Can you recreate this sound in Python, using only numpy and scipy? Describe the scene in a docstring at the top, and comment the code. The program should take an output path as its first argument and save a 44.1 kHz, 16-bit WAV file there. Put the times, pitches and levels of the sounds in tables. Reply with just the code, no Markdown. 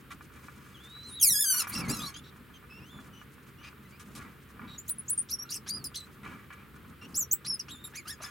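"""Degus squabble in a wire cage indoors, close to a stereo microphone. A thin whine breaks into a loud
falling squeal, then come soft whimpers and runs of chirps that start hoarse and settle into a whistle.
Their vocal folds sound through the throat, shaking and splitting under strain. Feet tap and scrape the
ringing cage and shifting bodies rumble the shelf, with the low hum of the room behind."""
import sys
import numpy as np
from scipy import signal
from scipy.fft import rfft, irfft
from scipy.io import wavfile

SR = 44100
rng = np.random.default_rng(int(sys.argv[2]) if len(sys.argv) > 2 else 0)


def generate_wav(sig):
    """Save sig (samples, or channels by samples) to the path in sys.argv[1] as 16-bit PCM at SR."""
    pcm = np.round(np.clip(np.atleast_2d(sig).T, -1, 1) * 32767).astype(np.int16)
    wavfile.write(sys.argv[1], SR, pcm)


N = 366030


def from_db(db):
    """Decibels to gain."""
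    return 10 ** (np.asarray(db) / 20)


def rms_one(x):
    """Scale to rms 1."""
    return x / np.sqrt(np.mean(x ** 2) + 1e-20)


def at_hz(points, hz):
    """Read a spectrum's level in dB on a log-frequency axis."""
    known_hz, db = np.transpose(points)
    return np.interp(np.log(hz + 1), np.log(known_hz), db)


def wander(rate_hz, size, count=2048):
    """Smooth random motion with spread about 1; it holds still after count random points."""
    knots = np.arange(size) * rate_hz / SR
    return np.interp(knots, np.arange(count), rng.standard_normal(count))


def band(x, low_hz, high_hz):
    """Gentle band-pass."""
    return signal.sosfilt(signal.butter(2, [low_hz, high_hz], "band", fs=SR, output="sos"), x)


def noise(spectrum, side_db):
    """Coloured stereo noise; its bass reaches both sides of the microphone nearly alike."""
    hz = np.fft.rfftfreq(N, 1 / SR)
    mid, side = rfft(rng.standard_normal((2, N))) * from_db(at_hz(spectrum, hz))
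    side = side * from_db(side_db + at_hz([(130, -7), (500, -3.0)], hz))
    return rms_one(irfft(np.array([mid + side, mid - side]), N))


def ring(clicks, hz, t60):
    """A unit click sets a sine of height 1 ringing."""
    r, w = from_db(-60 / (t60 * SR)), 2 * np.pi * hz / SR
    return signal.lfilter([0, np.sin(w)], [1, -2 * r * np.cos(w), r * r], clicks + 1e-18)


# room tone around the cage: (frequency [Hz], relative level [dB])
ROOM_SPECTRUM = [(30, -40), (65, 5), (140, -2), (450, -8.5), (700, -26), (1300, -11), (3000, -20),
                 (6000, -34.5), (15000, -26.5)]

def room_tone(hum_hz=136, hum_db=-59, noise_db=-54):
    """Behind the cage, a low hum wavers over steady noise."""
    t = np.arange(N) / SR
    hum = from_db(hum_db + 2 * wander(8, N)) * np.sin(2 * np.pi * hum_hz * t)
    return hum + from_db(noise_db) * noise(ROOM_SPECTRUM, side_db=-3.5)


# rumble of the shelf in the cage: (frequency [Hz], relative level [dB])
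SHELF_SPECTRUM = [(70, -2.5), (220, 6.5), (450, -12.5), (680, -19.5), (1250, -9.5), (2500, -34),
                  (5000, -46.5)]
# bodies shifting on it: (peak time [s], half-width [s], level [dB])
BODY_SHIFTS = [(.15, 0.02, -48.5), (1.849, 0.14, -40), (2.08, 0.26, -55), (3.03, 0.17, -54.5),
               (4.25, 0.13, -51.5), (4.631, 0.077, -47.5), (5.8, 0.09, -47), (6.28, 0.15, -50),
               (7.12, 0.071, -54)]

def shuffle(fidget_db=-59.5):
    """The shelf rumbles as the bodies fidget, and swells as they shift their weight."""
    t = np.arange(N) / SR
    shifts = sum(from_db(db) * np.exp(-((t - s) / width) ** 2) for s, width, db in BODY_SHIFTS)
    weight = (from_db(fidget_db) + shifts) * from_db(4.3 * wander(22, N))
    return weight * noise(SHELF_SPECTRUM, side_db=-8.0)


# feet tapping the cage, close by: (time [s], relative level [dB])
FOOT_TAPS = [(0.1092, -50), (0.2088, -45), (0.442, -53), (0.484, -43.5), (0.965, -48.5), (1.544, -41.5),
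             (1.6705, -36.5), (2.9882, -46.5), (3.215, -47.5), (4.5945, -43), (5.771, -53), (6.071, -55.5),
             (6.2623, -42), (6.505, -45.5), (7.023, -51.5), (7.179, -51.5), (7.447, -49.5), (7.684, -46.5)]
# claws scraping it: (time [s], length [s], relative ring level [dB], relative hiss level [dB])
CLAW_SCRAPES = [(0.105, 0.034, -44, -55), (0.322, 1, -62.5, -64), (0.836, 0.042, -66, -57.5),
                (1.52, 0.67, -45.5, -55), (3.466, 0.046, -58.5, -61.5), (3.64, 0.091, -54.5, -62),
                (3.995, 0.046, -56, -54), (4.151, .045, -52, -45.5), (4.19, 0.14, -50, -62.5),
                (4.615, 0.11, -51.5, -80.5), (6.232, 0.22, -49, -62.5), (6.502, 0.17, -52.5, -77),
                (8.222, 0.1, -48, -61)]
# resonances of the wire cage: (frequency [Hz], gain [dB], time to fall 60 dB [s])
WIRE_MODES = [(1206, 1.5, 0.064), (1427, 6.5, 0.032), (1692, 0, 0.044), (2360, 0, 0.042)]

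def feet(steps_per_s=14, slide_s=.015):
    """Taps and the dense catches of scraping claws ring the cage; the scrapes also hiss."""
    t = np.arange(N) / SR
    taps, drag, hiss = np.zeros((3, N))
    for s, db in FOOT_TAPS:
        taps[round(s * SR)] = from_db(db - 3)
    grains = rms_one(rng.standard_normal(N) * from_db(2.98 * wander(180, N)))
    for s, length, ring_db, hiss_db in CLAW_SCRAPES:
        progress = np.clip((t - s) / length, 0, 1)
        stroke = np.sqrt(np.sin(np.pi * progress ** 0.29).clip(0))
        drag += from_db(ring_db) * stroke * grains
        hiss += from_db(hiss_db) * stroke * grains
    # small restless steps and scratches go on throughout
    taps += from_db(-55) * (2 * rng.random(N) - 1) * (rng.random(N) < steps_per_s / SR)
    hiss += from_db(-63) * grains * np.clip(wander(30, N), 0, 1) ** 2
    # a paw lands softly and slides for a moment
    slide = signal.lfilter([1], [1, -np.exp(-1 / (slide_s * SR))], abs(taps))
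    drag += from_db(-19) * grains * slide
    force = taps + from_db(-27.5) * drag
    cage = sum(from_db(db) * ring(force, hz, t60) for hz, db, t60 in WIRE_MODES)
    rubbing = from_db(10.0) * band(drag, 1090, 3200)
    return band(cage + rubbing, 710, 2210) + band(hiss, 3700, 10900)


# response of a degu's throat and mouth: (frequency [Hz], relative gain [dB])
THROAT_RESPONSE = [(1700, -21), (3500, -14), (5000, -3), (6200, -2.5), (7800, -8.5), (10500, 3.5),
                   (16000, -11.5)]

def voice(path, jitter, rasp, split, flutter_db, fade_s=.005):
    """Vocal folds sound a harmonic stack through the throat; strain shakes them into half pitch."""
    # path: (time [s], pitch [Hz], level [dB], overtone slope [dB/octave], roughness [0-1])
    s, *columns = np.transpose(path)
    samples = np.arange(int(s[0] * SR), min(int(s[-1] * SR), N))
    t, size = samples / SR, len(samples)
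    pitch, level_db, slope_db, rough = [np.interp(t, s, column) for column in columns]
    rough = np.clip(rough, 0, 1)
    pitch = pitch * (1 + 0.0089 * wander(109.5, size) + jitter * rough * wander(380, size))
    phase = 2 * np.pi * np.cumsum(pitch) / SR
    smear = rasp * rough   # hoarseness spreads each partial into a band
    tone, power = np.zeros((2, size))
    for harmonic in np.arange(.5, 14, .5):
        hz = harmonic * pitch
        tilt_db = slope_db * np.log2(max(harmonic, 1))
        gain = from_db(at_hz(THROAT_RESPONSE, hz) + tilt_db) * (hz < .4 * SR)
        if harmonic % 1:   # under high strain, unequal cycles put lines between the harmonics
            gain *= split * rough ** 2 * min(harmonic, 1)
        gain *= from_db(flutter_db * wander(117.7, size))   # flutter as the mouth moves
        angle = harmonic * phase + 2 * np.pi * rng.random()
        hoarse = wander(1700, size) * np.sin(angle) + wander(1700, size) * np.cos(angle)
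        tone += gain * (np.sin(angle) + smear * hoarse)
        power += gain ** 2 * (.5 + smear ** 2 * 2 / 3)
    to_edge_s = np.minimum(t - t[0], t[-1] - t)
    fade = np.sin(np.pi / 2 * np.clip(to_edge_s / fade_s, 0, 1)) ** 2
    out = np.zeros(N)
    out[samples] = tone / np.sqrt(power) * fade * from_db(level_db + 2 * wander(203.7, size))
    return out


def soft_voice(path):
    """The voice of whines and whimpers, whose partials barely flutter."""
    return voice(path, jitter=0.057, rasp=0.99, split=1.0, flutter_db=0.5, fade_s=0.0065)


# the thin whine that leads up to the squeal: (time [s], pitch [Hz], level [dB])
WHINE_PATH = [(0.74, 3500, -54), (0.78, 2880, -60), (0.81, 3410, -58.5), (0.94, 3885, -52),
              (1.085, 4090, -53), (1.12, 3680, -57), (1.16, 3880, -47.5), (1.2, 3695, -42)]
# a high whistle sweeping up over it: (time [s], pitch [Hz], level [dB])
WHISTLE_PATH = [(1.03, 5300, -56), (1.06, 6600, -72), (1.087, 8700, -53), (1.162, 11000, -45)]

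def whines(slope_db=-31):
    """Two nearly pure tones of the voice, faint even this close."""
    return sum(soft_voice([(s, hz, db, slope_db, rough) for s, hz, db in path])
               for path, rough in [(WHINE_PATH, 0.12), (WHISTLE_PATH, 0.046)])


# pips around the louder calls, and grunts after the squeal: (time [s], length [s], start pitch [Hz],
# end pitch [Hz], level [dB], overtone slope [dB/octave], roughness [0-1])
PIP_CALLS = [ (1.196, .02, 3400, 3188, -38.5, -7.5, .2), (1.813, 0.069, 2393, 2050, -44, -23, 0.42),
             (1.914, .195, 1421, 1062, -41, -8, 0.36), (1.998, 0.091, 3250, 4530, -41.5, -38, 0.48),
             (2.139, 0.062, 3046, 3560, -46, -18, 0.62), (4.982, 0.026, 10340, 9710, -34, -10, 0.1),
             (5.175, 0.045, 8730, 9800, -29, -10, 0.02), (5.385, 0.056, 5520, 5740, -41.5, -14.5, 0.14),
             (5.775, 0.055, 4700, 4320, -56, -22, 0), (5.84, 0.037, 5380, 4680, -36, -3.5, 0.38),
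             (5.999, .052, 3940, 4020, -51.5, -20, .03), (7.591, 0.026, 5870, 4920, -38, -19, 0.65),
             (7.838, 0.042, 3820, 3600, -43.5, -6.5, 0.22), ]

def pip(s, length, start_hz, end_hz, db, slope_db, rough):
    """One push of the voice on a straight glide, peaking early and dying away."""
    swell = [(0, -1), (0.23, 0), (1, -5.5)]   # (share of the length [0-1], gain [dB])
    path = [(s + share * length, start_hz + share * (end_hz - start_hz), db + swell_db, slope_db, rough)
            for share, swell_db in swell]
    return voice(path, jitter=0.022, rasp=0.68, split=1.0, flutter_db=5.0)


# the long falling squeal, loud at the microphone: (time [s], pitch [Hz], level [dB])
SQUEAL_PATH = [(1.209, 3260, -31), (1.223, 3170, -23.5), (1.231, 2740, -17.5), (1.245, 2676, -22),
               (1.257, 2390, -24.5), (1.291, 2090, -23), (1.309, 1904, -26.5), (1.319, 1936, -24.5),
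               (1.339, 1684, -28), (1.365, 1637, -26.5), (1.421, 1787, -27), (1.461, 1573, -29),
               (1.511, 1534, -26.5), (1.555, 1429, -29.5), (1.591, 1530, -30), (1.609, 1346, -31.5),
               (1.63, 1298, -37.5)]

def squeal(break_s=.075, end_s=.026):
    """Effort brightens the squeal; it is rough at both ends and clear between."""
    s, hz, db = np.transpose(SQUEAL_PATH)
    slope_db = .55 * (db + 23)   # overtones tilt upward when louder than -23 dB
    breaking = .33 * np.exp(-((s - s[0]) / break_s) ** 2)
    ending = .6 * np.exp((s - s[-1]) / end_s)
    path = np.transpose([s, hz, db, slope_db, .02 + breaking + ending])
    return voice(path, jitter=0.05, rasp=0.82, split=0.55, flutter_db=4.0)


# runs of chirps, close by: (time [s], climb [s], hold [s], top pitch [Hz], end pitch [Hz], level [dB],
# fade over the hold [dB], overtone slope [dB/octave], climb roughness [1 = full], hold roughness [0-1])
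CHIRP_CALLS = [ (1.67, 0.029, 0.0055, 2300, 2346, -39.5, 4, 10, .45, .4),
               (1.718, 0.035, 0.057, 2680, 2707, -36.5, 3.5, -10, 0.6, 0.49),
               (1.878, 0.035, .006, 2620, 2700, -33.5, 6, -7, 0.36, 0.54),
               (4.778, 0.0067, 0.026, 6700, 7270, -40.5, 12, -21, 0.1, 0.07),
               (4.876, 0.035, 0.0059, 9790, 9630, -30, 3.5, -1, 0.57, 0.14),
               (5.079, 0.036, .018, 10100, 9600, -28, 3, -5, 0.32, 0.08),
               (5.285, .046, 0.014, 5750, 5540, -35, -2, -10.5, 1.17, 0.1),
               (5.488, 0.039, 0.045, 5940, 5330, -35.5, 6, -12.5, 1.15, 0.86),
               (5.66, 0.048, 0.066, 4760, 4890, -36, 2.5, -14.5, 1.23, 0.08),
               (5.94, 0.029, 0.04, 4260, 3950, -38.5, 13, -15.5, 1.1, 0.58),
               (7.141, .043, .047, 7980, 5960, -27.5, 5.5, -7.5, 0.62, 0.12),
               (7.31, 0.024, .008, 7970, 7650, -20.5, 11.5, -10.5, 0.13, 0),
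               (7.444, 0.038, 0.065, 5530, 5194, -35, -2, -16.5, 1.1, 0.04),
               (7.68, 0.038, 0.061, 3796, 3450, -45, 13.5, -16, 0.93, 0.17),
               (7.933, .05, 0.021, 2460, 2130, -40.5, 8.5, -14, 0.6, .15),
               (8.052, 0.06, 0.033, 1864, 1670, -39.5, 13, -11, 0.36, 0.23),
               (8.197, .056, 0.039, 1783, 1672, -42.5, 12, -12.5, 0.73, 0.37), ]

def chirp(s, climb, hold, top_hz, end_hz, db, fade_db, slope_db, climb_rough, hold_rough):
    """The voice climbs hoarsely, holds a whistle, then drops in pitch and level as breath runs out."""
    octaves_per_s = 16 * (top_hz / 5500) ** 0.391   # higher chirps climb faster
    octaves = climb * octaves_per_s
    onset_db = db - 21 * octaves   # it grows louder as it climbs
    onset_slope_db = slope_db - 300 * climb   # a slow climb starts dull
    strain_share = 0.57   # it strains most this far up the climb
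    strain_hz = top_hz / 2 ** (octaves * (1 - strain_share))
    end_s, end_db = s + climb + hold, db - fade_db
    onset = (s, top_hz / 2 ** octaves, onset_db, onset_slope_db, 0.84 * climb_rough)
    strain = (s + strain_share * climb, strain_hz, db - 2.5, slope_db + 4.5, climb_rough)
    top = (s + climb, top_hz, db, slope_db, hold_rough)
    end = (end_s, end_hz, end_db, slope_db, hold_rough)
    release = (end_s + .016, end_hz * 2 ** -0.064, end_db - 19.5, slope_db, hold_rough)
    return voice([onset, strain, top, end, release], jitter=0.044, rasp=1.0, split=1.0, flutter_db=6.0)


# clicks where the voice cracks: (time [s], level [dB])
VOICE_CRACKS = [(1.899, -32), (4.788, -47), (5.102, -38), (5.187, -42), (5.224, -50), (5.842, -32),
                (7.314, -40)]

def cracks(decay_s=0.0024):
    """Where the folds snap into a new motion, a bright click dies away at once."""
    t = np.arange(N) / SR
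    snaps = sum(from_db(db) * np.exp(-abs(t - s) / decay_s) * (t >= s) for s, db in VOICE_CRACKS)
    return snaps * rms_one(band(rng.standard_normal(N), 6100, 13000))


# whimpers, faint at the microphone:
# (time [s], length [s], start pitch [Hz], end pitch [Hz], level [dB], roughness [0-1])
WHIMPER_CALLS = [ (2.235, 0.068, 3650, 3960, -58.5, 0.7), (2.535, 0.044, 3170, 3130, -58.5, 0.37),
                 (2.697, .1, 2558, 2800, -57, 0.16), (2.797, 0.11, 2390, 3350, -61.5, 0.23),
                 (2.901, 0.12, 3565, 3400, -59, 0.15), (3.129, 0.1, 2955, 2970, -59.5, 0.3),
                 (3.58, 0.09, 2780, 3280, -62, 0.38), (3.628, 0.067, 2380, 2510, -52, 0.84),
                 (3.848, 0.025, 2080, 1970, -61.5, 0.1), (3.917, .052, 2250, 2520, -61, 0.07),
                 (4.674, 0.097, 3760, 3790, -53.5, 0.42), (5.449, 0.048, 1336, 1410, -54.5, 0.14),
                 (7.01, 0.057, 2690, 2980, -55, 0.48), (7.778, 0.065, 3630, 3690, -58, 0), ]

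def whimper(s, length, start_hz, end_hz, db, rough, slope_db=-22.5):
    """An even, soft glide of the voice with weak overtones."""
    return soft_voice([(s, start_hz, db, slope_db, rough), (s + length, end_hz, db, slope_db, rough)])


def reflections(x, t60, tail_db, near_db):
    """Shelf and wheel reflect quickly, then a short tail follows; each channel gets its own."""
    t = np.arange(SR // 2) / SR
    tail = rng.standard_normal((2, len(t))) * from_db(-60 * t / t60) * (t > .004)
    near = rng.standard_normal((2, len(t))) * np.exp(-t / 0.0056) * (t > .0004)
    response = (from_db(tail_db) * rms_one(tail) + from_db(near_db) * rms_one(near)) / np.sqrt(len(t))
    return x + signal.fftconvolve(x[None], response, axes=1)[:, :N]


def scene():
    """From beside the cage: voices and feet close by, the room behind."""
    calls = whines() + sum(pip(*row) for row in PIP_CALLS) + squeal()
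    calls += sum(chirp(*row) for row in CHIRP_CALLS) + cracks()
    calls += sum(whimper(*row) for row in WHIMPER_CALLS)
    degus = reflections(calls, t60=0.08, tail_db=-9.5, near_db=-6.5)
    cage = reflections(feet(), t60=0.047, tail_db=-10.0, near_db=-4.5)
    return room_tone() + shuffle() + cage + degus


def record(dry):
    """The microphone sheds the bass below 45 Hz; the top is cut steeply at 16.1 kHz."""
    lean = signal.sosfilt(signal.butter(2, 45, "high", fs=SR, output="sos"), dry)
    return signal.sosfilt(signal.ellip(12, .1, 70, 16100, fs=SR, output="sos"), lean)


dry = scene()
out = record(dry)
generate_wav(out)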